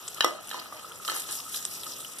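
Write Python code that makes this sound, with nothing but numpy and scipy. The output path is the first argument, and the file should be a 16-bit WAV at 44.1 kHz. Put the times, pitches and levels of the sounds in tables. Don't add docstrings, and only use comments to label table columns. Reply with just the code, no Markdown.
import sys
import numpy as np
from scipy import signal
from scipy.fft import rfft, irfft, next_fast_len
from scipy.io import wavfile
from scipy.ndimage import uniform_filter1d

SR = 44100
rng = np.random.default_rng(int(sys.argv[2]) if len(sys.argv) > 2 else 0)


def level_to_linear(level):
    exponent = np.asarray(level, float) / 20
    return 10 ** exponent


def wav_record(signal):
    frames = np.transpose(np.atleast_2d(signal))
    bounded = np.clip(frames, -1, 1)
    quanta = np.round(bounded * 32767).astype(np.int16)
    wavfile.write(sys.argv[1], SR, quanta)


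N = 97020


def rms_one(x):
    return x / np.sqrt(np.mean(x ** 2) + 1e-20)


def at_hz(points, hz):
    table_hz, values = np.transpose(points)
    return np.interp(np.log(hz), np.log(table_hz), values)


def butter(x, order, hz, kind):
    return signal.sosfilt(signal.butter(order, hz, kind, fs=SR, output="sos"), x)


def drift(rate):
    r = np.exp(-40 * np.pi * rate / SR)
    slow = signal.lfilter([1], [1, -2 * r, r * r], rng.standard_normal(N // 20 + 2002))[2000:]
    return np.interp(np.arange(N) / 20, np.arange(len(slow)), rms_one(slow))


def ring(clicks, hz, t60):
    r, w = level_to_linear(-60 / (t60 * SR)), 2 * np.pi * hz / SR
    return signal.lfilter([0, np.sin(w)], [1, -2 * r * np.cos(w), r * r], clicks + 1e-18)


def fading(x, t60):
    return signal.lfilter([1], [1, -level_to_linear(-60 / (t60 * SR))], x)


def clicks_at(s, db):
    out = np.zeros(N)
    out[(np.asarray(s) * SR).astype(int)] = level_to_linear(db)
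    return out


def grains(per_s, spread_db, channels):
    size_db = spread_db * np.minimum(rng.exponential(1, (channels, N)), 6.0)
    sizes = level_to_linear(size_db) * rng.choice([-1, 1], (channels, N))
    return rms_one(sizes * (rng.random((channels, N)) < per_s / SR))


# frequency in Hz, likeness from 0 to 1.
PORT_LIKENESS = [(60, 0.94), (400, 0.74), (1200, 0.17), (2300, -0.03), (3400, 0.51), (8000, 0.19)]
# frequency in Hz, level in dB.
PORT_LEAN = [(1000, 0.22), (4000, 1.6), (9000, 1.4), (14000, 1)]


def bands(source, spectrum, gain_db):
    out, edges = 0, 22 * 2 ** np.arange(0, 9.7, .4)
    for k, (low, high) in enumerate(zip(edges, edges[1:])):
        pair = source[2 * (k % 2):][:2]
        mid, side = butter(pair, 2, [low, high], "band")
        hz = np.sqrt(low * high)
        alike = np.clip(at_hz(PORT_LIKENESS, hz), 0, 1)
        lean_db = at_hz(PORT_LEAN, hz) * np.array([[.5], [-.5]])
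        ports = np.sqrt(1 + alike) * mid + np.sqrt(1 - alike) * side * [[1], [-1]]
        out = out + level_to_linear(at_hz(spectrum, hz) + gain_db(hz) + lean_db) * ports
    return out


# frequency in Hz, density in dB per Hz.
HUM_COLOUR = [(25, -53), (50, -9), (120, 0), (250, -4), (500, -7.5), (1000, -12), (3000, -15), (14000, -68)]
HUM_DB = -52


def burner_hum():
    hum = bands(rng.standard_normal((4, N)), HUM_COLOUR, lambda hz: 2.85 * drift(3.6))
    return level_to_linear(HUM_DB) * rms_one(hum)


KITCHEN_T60_S, WALL_CUT_HZ, WET_DB = 0.52, 3350, -12


def kitchen(x):
    size = next_fast_len(N + SR)
    hz, spec = np.fft.rfftfreq(size, 1 / SR), rfft(x, size)
    lags = rng.uniform(.011, .04, (2, 10, 1))
    loss = level_to_linear(-60 * lags / KITCHEN_T60_S * (1.5 + hz / WALL_CUT_HZ))
    loop = loss * np.exp(-2j * np.pi * hz * lags)
    signs = rng.choice([-1, 1], lags.shape)
    return irfft(spec * np.sum(signs * loop / (1 - loop), axis=1), size)[:, :N]


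# start in seconds, peak in dB, pitch in Hz.
GLUG_EVENTS = [(0.0772, -36, 1276), (0.161, -37, 1354), (0.1821, -30.5, 1270), (0.3538, -38, 1255),
               (0.3865, -36, 1284), (0.4382, -40.5, 1230), (0.5779, -34, 1240), (0.614, -33.5, 1270),
               (0.6574, -34.5, 1255), (0.7944, -37.5, 1235), (0.845, -32, 1267), (0.9138, -35.5, 1365),
               (0.9989, -33.5, 1290), (1.05, -31, 1276), (1.1346, -34, 1330), (1.1628, -29.5, 1260),
               (1.2519, -38, 1280), (1.3158, -39, 1240), (1.3963, -35.5, 1200), (1.4526, -40, 1295),
               (1.5494, -35, 1250), (1.6491, -37, 1220), (1.709, -62, 1280), (1.7574, -62, 1280),
               (1.8643, -33.5, 1270), (1.9044, -44, 1230), (2.0258, -40.5, 1290), (2.086, -45, 1254)]
# start in seconds, peak in dB, pitch in Hz.
TUMBLE_EVENTS = [
    (.26, -28.5, 607),
    (.289, -31, 698),
    (.314, -31.5, 607),
    (.348, -32, 619),
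    (.36, -35, 608),
    (.742, -38.5, 633),
    (.752, -40, 625),
]
HOLLOW_HZ, HOLLOW_T60_S = 1277.5, 0.04
BUBBLES_PER_S, BUBBLE_DB, BUBBLE_FOLLOWS = 290, -57, 0.08


def air(x, hz):
    return ring(ring(x, hz, HOLLOW_T60_S * HOLLOW_HZ / hz), hz, 0.0042) / 30


def hollow(heat_db):
    bubble_db = BUBBLE_DB + BUBBLE_FOLLOWS * (heat_db - heat_db.mean()) + 3.0 * drift(20.0)
    small = level_to_linear(bubble_db) * grains(BUBBLES_PER_S, 3.5, channels=1)[0]
    large = sum(air(clicks_at([s], db + 0.5), hz) for s, db, hz in GLUG_EVENTS + TUMBLE_EVENTS)
    hum = air(small, HOLLOW_HZ) + 0.18 * air(small[::-1], 1.086 * HOLLOW_HZ)
    return large + 0.17 * hum


PORTS_DIFFER_DB = 4.5
PORT_LAG = 3


def struck(s, db, modes, crack_db):
    shake = rng.normal(0, 3.95, (len(s), len(modes), 1))
    shake = shake + rng.normal(0, PORTS_DIFFER_DB, (len(s), len(modes), 2))
    rings = np.zeros((2, N))
    for port in (0, 1):
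        for k, (hz, level_db, t60) in enumerate(modes):
            rings[port] += ring(clicks_at(s, db + level_db + shake[:, k, port]), hz, t60)
    rings[1] = np.roll(rings[1], shift=PORT_LAG)
    both, *own = rng.standard_normal((3, N))
    crack = fading(clicks_at(s, db + crack_db), 0.029) * (0.47 * both + 0.63 * np.array(own))
    return rings + signal.lfilter([.5], [1, -.5], crack)


# start in seconds, peak in dB, pitch in Hz, weight of the crack in dB.
CLINK_EVENTS = [
    (0.2074, -13.5, 3876, -.1),
    (0.5130, -31.5, 1780, 8.5),
    (1.0787, -26.5, 3140, 6),
    (1.098, -28, 3080, 0),
]
# start in seconds, peak in dB, pitch in Hz, weight of the thud in dB.
KNOCK_EVENTS = [
    (0.2451, -9, 1230, -3.2),
    (0.5438, -23, 1000, -13),
    (0.7248, -27, 1184, -14.5),
    (1.0863, -16, 1290, -18.5),
]
# frequency in Hz, level in dB, decay t60 in seconds.
BOWL_MODES = [(918, -28, 0.2), (1494, -24, 0.13), (1780, -6, 0.039), (2120, -9.5, 0.03), (2540, -9, 0.031),
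              (2914, -10, 0.055), (3154, -7.5, 0.058), (3080, -12.5, 0.035), (3876, -3, 0.039),
              (4230, -1, 0.035), (5000, -4, 0.019), (5560, -24, 0.013), (6490, -13, 0.069)]
# frequency in Hz, level in dB, decay t60 in seconds.
SPOON_MODES = [(308.6, -24, 0.14), (358, -16.5, 0.13), (470, -16, 0.037), (518, -12.5, 0.061),
               (593, -25, 0.11), (648, -18, 0.16), (740, -15.5, 0.023), (911, -2.5, 0.0087),
               (1110, -8.5, 0.021), (1990, -15, 0.18), (3420, -8, 0.033), (3830, -42, 0.033),
               (5560, -6.5, 0.026), (6050, -10, 0.022), (5380, -7, 0.018)]
KNOCK_T60_S, CRACK_DB, CLINK_DB, KNOCK_BODY_DB = 0.038, 3, -5.5, -5


def spoon():
    clink_s, clink_db, _, edge_db = np.transpose(CLINK_EVENTS)
    knock_s, knock_db, _, thud_db = np.transpose(KNOCK_EVENTS)
    clinks = struck(clink_s, clink_db + CLINK_DB, BOWL_MODES, CRACK_DB + edge_db)
    knocks = struck(knock_s, knock_db + thud_db + KNOCK_BODY_DB, SPOON_MODES, crack_db=4.5)
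    notes = sum(ring(clicks_at([s], db - 8.5), hz, KNOCK_T60_S)
                for s, db, hz, _ in CLINK_EVENTS + KNOCK_EVENTS)
    return clinks + knocks + notes


# start in seconds, length in seconds, level in dB.
SCRAPE_STROKES = [
    (0.167, 0.053, -45),
    (0.225, 0.18, -42),
    (0.468, 0.0088, -46.5),
    (0.532, 0.14, -39.5),
    (0.728, 0.032, -52),
    (0.764, 0.15, -53.5),
    (1.091, 0.12, -36),
    (1.285, 0.056, -39.5),
    (1.538, 0.17, -51),
    (1.86, 0.029, -46),
]
SCRAPE_PER_S, SCRAPE_FADE_DB, SCRAPE_WOOD_DB = 1700, 14.5, -7.5


def scrape():
    t, stroke = np.arange(N) / SR, 0
    for s, length, db in SCRAPE_STROKES:
        fade = level_to_linear(db - SCRAPE_FADE_DB * np.clip((t - s) / length, 0, 1))
        start = np.clip((t - s) / 0.003, 0, 1)
        end = np.clip((s + length - t) / 0.016 + 1, 0, 1)
        stroke = stroke + fade * start * end
    clicks = grains(SCRAPE_PER_S, 3.7, channels=2) * stroke

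    def body(modes):
        return rms_one(sum(level_to_linear(db) * ring(clicks, hz, .5 * t60) for hz, db, t60 in modes))

    rubbed = body(BOWL_MODES) + level_to_linear(SCRAPE_WOOD_DB) * body(SPOON_MODES)
    return rubbed * np.sqrt(np.mean(stroke ** 2))


CRACKLE_PER_S, CRACKLE_DB = 140, -7.5


def crackle(heat_db):
    puffs = fading(abs(grains(CRACKLE_PER_S, 7.0, channels=1)[0]), 0.023)
    bright = butter(puffs * rng.standard_normal((2, N)), 2, 3000.0, "high")
    return level_to_linear(heat_db + CRACKLE_DB + np.array([[2.5], [-2.5]])) * rms_one(bright)


# start in seconds, peak in dB, pitch in Hz, hold in seconds.
POP_EVENTS = [(0.0785, -17.5, 7940, 0.0059), (0.177, -23.5, 3100, 0.0069), (0.409, -31, 10400, 0.0026),
              (0.4434, -29.5, 8200, 0.0027), (0.4727, -24, 9960, 0.0038), (0.4834, -24, 3020, 0.0026),
              (0.502, -24, 4180, 0.0048), (0.5965, -20.5, 4800, 0.0037), (0.657, -33, 3230, 0.0037),
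              (0.772, -31, 3270, 0.0039), (0.7936, -26, 3100, 0.0035), (0.9193, -27.5, 3350, 0.0035),
              (0.9576, -26.5, 7780, 0.0027), (1.049, -19, 5560, 0.0041), (1.1622, -16, 9700, 0.0049),
              (1.2404, -25.5, 3830, 0.0046), (1.3101, -18, 10400, 0.0028), (1.3184, -21.5, 10800, 0.006),
              (1.3515, -19.5, 11250, 0.0035), (1.3872, -21.5, 5530, 0.0031), (1.4008, -22, 5300, 0.0043),
              (1.4923, -26, 10300, 0.0062), (1.5438, -16.5, 4030, 0.0038), (1.56, -17.5, 5160, 0.0039),
              (1.5714, -20, 5350, 0.0046), (1.6255, -21, 8000, 0.0031), (1.6516, -7, 8440, 0.0016),
              (1.7453, -48, 5760, 0.0044), (1.8339, -19, 3920, 0.0024), (1.8664, -24.5, 8100, 0.0032),
              (1.92, -25.5, 5700, 0.0022), (2.0027, -25, 4100, 0.0042), (2.0466, -21.5, 3140, 0.0045),
              (2.134, -28.5, 10100, 0.0038), (2.1849, -21, 10270, 0.0052)]
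POP_RING_CYCLES, POP_RING_DB, POP_DB = 18.7, -2, -5
FADE_PER_HOLD = 3
SNAP, SNAP_S = 1.64, 0.00058


def pops():
    out, t = np.zeros((2, N + 1500)), np.arange(1500) / SR
    side_db = np.array([[1.2], [-1.2]])
    for s, db, hz, hold in POP_EVENTS:
        both, *own = rng.standard_normal((3, len(t)))
        fade = level_to_linear(-60 * np.clip(t - hold, 0, 1) / (FADE_PER_HOLD * hold))
        shape = np.clip(t / 0.00037, 0, 1) * fade * (1 + SNAP * np.exp(-t / SNAP_S))
        spit = signal.lfilter([1, -1], [1, -.55], both + 0.71 * np.array(own)) * shape
        burst = spit + level_to_linear(POP_RING_DB) * ring(spit, hz, POP_RING_CYCLES / hz) * hz / 9000
        i = int(s * SR)
        out[:, i:i + len(t)] += level_to_linear(db + POP_DB + side_db) * burst / abs(burst).max()
    return out[:, :N]


# frequency in Hz, density in dB per Hz.
FIZZ_COLOUR = [(200, -0.5), (900, -17.5), (2000, -6.5), (3900, -1.5), (6500, 0), (8000, 2), (11000, 0),
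               (14000, -2.5)]
FIZZ_PER_S, GRAIN_SPREAD_DB, SPUTTER_DB, PATCH_DB, FIZZ_DB = 9000, -0.5, 1, 2.5, 6
LOW_FOLLOWS = 0.1


def fizz(heat_db):
    swing = heat_db - heat_db.mean()
    sputter = SPUTTER_DB * (drift(60.0) + 0.41 * drift(16.0))

    def gain_db(hz):
        follows = np.interp(np.log(hz), np.log([800, 5000]), [LOW_FOLLOWS, 1])
        return follows * (swing + sputter) + PATCH_DB * drift(27.0)

    out = bands(grains(FIZZ_PER_S, GRAIN_SPREAD_DB, channels=4), FIZZ_COLOUR, gain_db)
    even = rms_one(out / level_to_linear(swing))
    vigour = rms_one(level_to_linear(swing))
    return level_to_linear(heat_db.mean() + FIZZ_DB) * even * vigour / vigour.mean()


# time in seconds, level in dB.
FRYING_HEAT = [(0, -51), (.1, -49), (.3, -51), (.39, -60.5), (.47, -50.5), (.7, -53), (.9, -52.5),
               (1.038, -49.5), (1.06, -43.5), (1.17, -39), (1.25, -45), (1.32, -38.5), (1.46, -48),
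               (1.55, -39), (1.64, -44.5), (1.8, -45), (2.0, -45), (2.2, -49.5)]
RADIATES_HZ = 301


def scene():
    heat_db = np.interp(np.arange(N) / SR, *np.transpose(FRYING_HEAT))
    hits = butter(spoon() + hollow(heat_db) + scrape(), 3, RADIATES_HZ, "high")
    spits = pops()
    frying = spits + fizz(heat_db) + crackle(heat_db)
    room = level_to_linear(WET_DB) * kitchen(hits[0] + .4 * spits[0])
    return burner_hum() + room + hits + frying


def low_pass(x):
    return signal.sosfilt(signal.butter(12, 16390, fs=SR, output="sos"), x)


# frequency in Hz, strength from 0 to 1.
WIDEN_STRENGTH = [(60, 0.52), (500, 0.74), (2300, 0.91), (3400, 0.44), (4500, 0.53), (5600, 0.63),
                  (7000, 0.27), (11000, 0.18), (13400, 0)]
WIDEN_S, CUTOFF_HZ, MIC_LOW_HZ = .000446, 14300, 94
TOP_LEAK_DB, LEAK_FULL_DB = -9, -17


def record(dry):
    size = next_fast_len(N + 1000)
    hz = np.fft.rfftfreq(size, 1 / SR)
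    late = np.clip(at_hz(WIDEN_STRENGTH, hz + 1), 0, 1) * np.exp(-2j * np.pi * hz * WIDEN_S)
    wide = dry - irfft(rfft(dry[::-1], size) * late, size)[:, :N]
    loudness = uniform_filter1d(abs(wide), size=100)
    opening = np.clip(loudness / level_to_linear(LEAK_FULL_DB), 0, 1) ** 2
    leak = level_to_linear(TOP_LEAK_DB) * opening * butter(wide, 3, [CUTOFF_HZ, 15600.0], "band")
    top_cut = signal.cheby2(14, 50, CUTOFF_HZ * 1.02, fs=SR, output="sos")
    mix = butter(leak + signal.sosfilt(top_cut, wide), 1, MIC_LOW_HZ, "high")
    return low_pass(mix)


dry = scene()
out = record(dry)
wav_record(out)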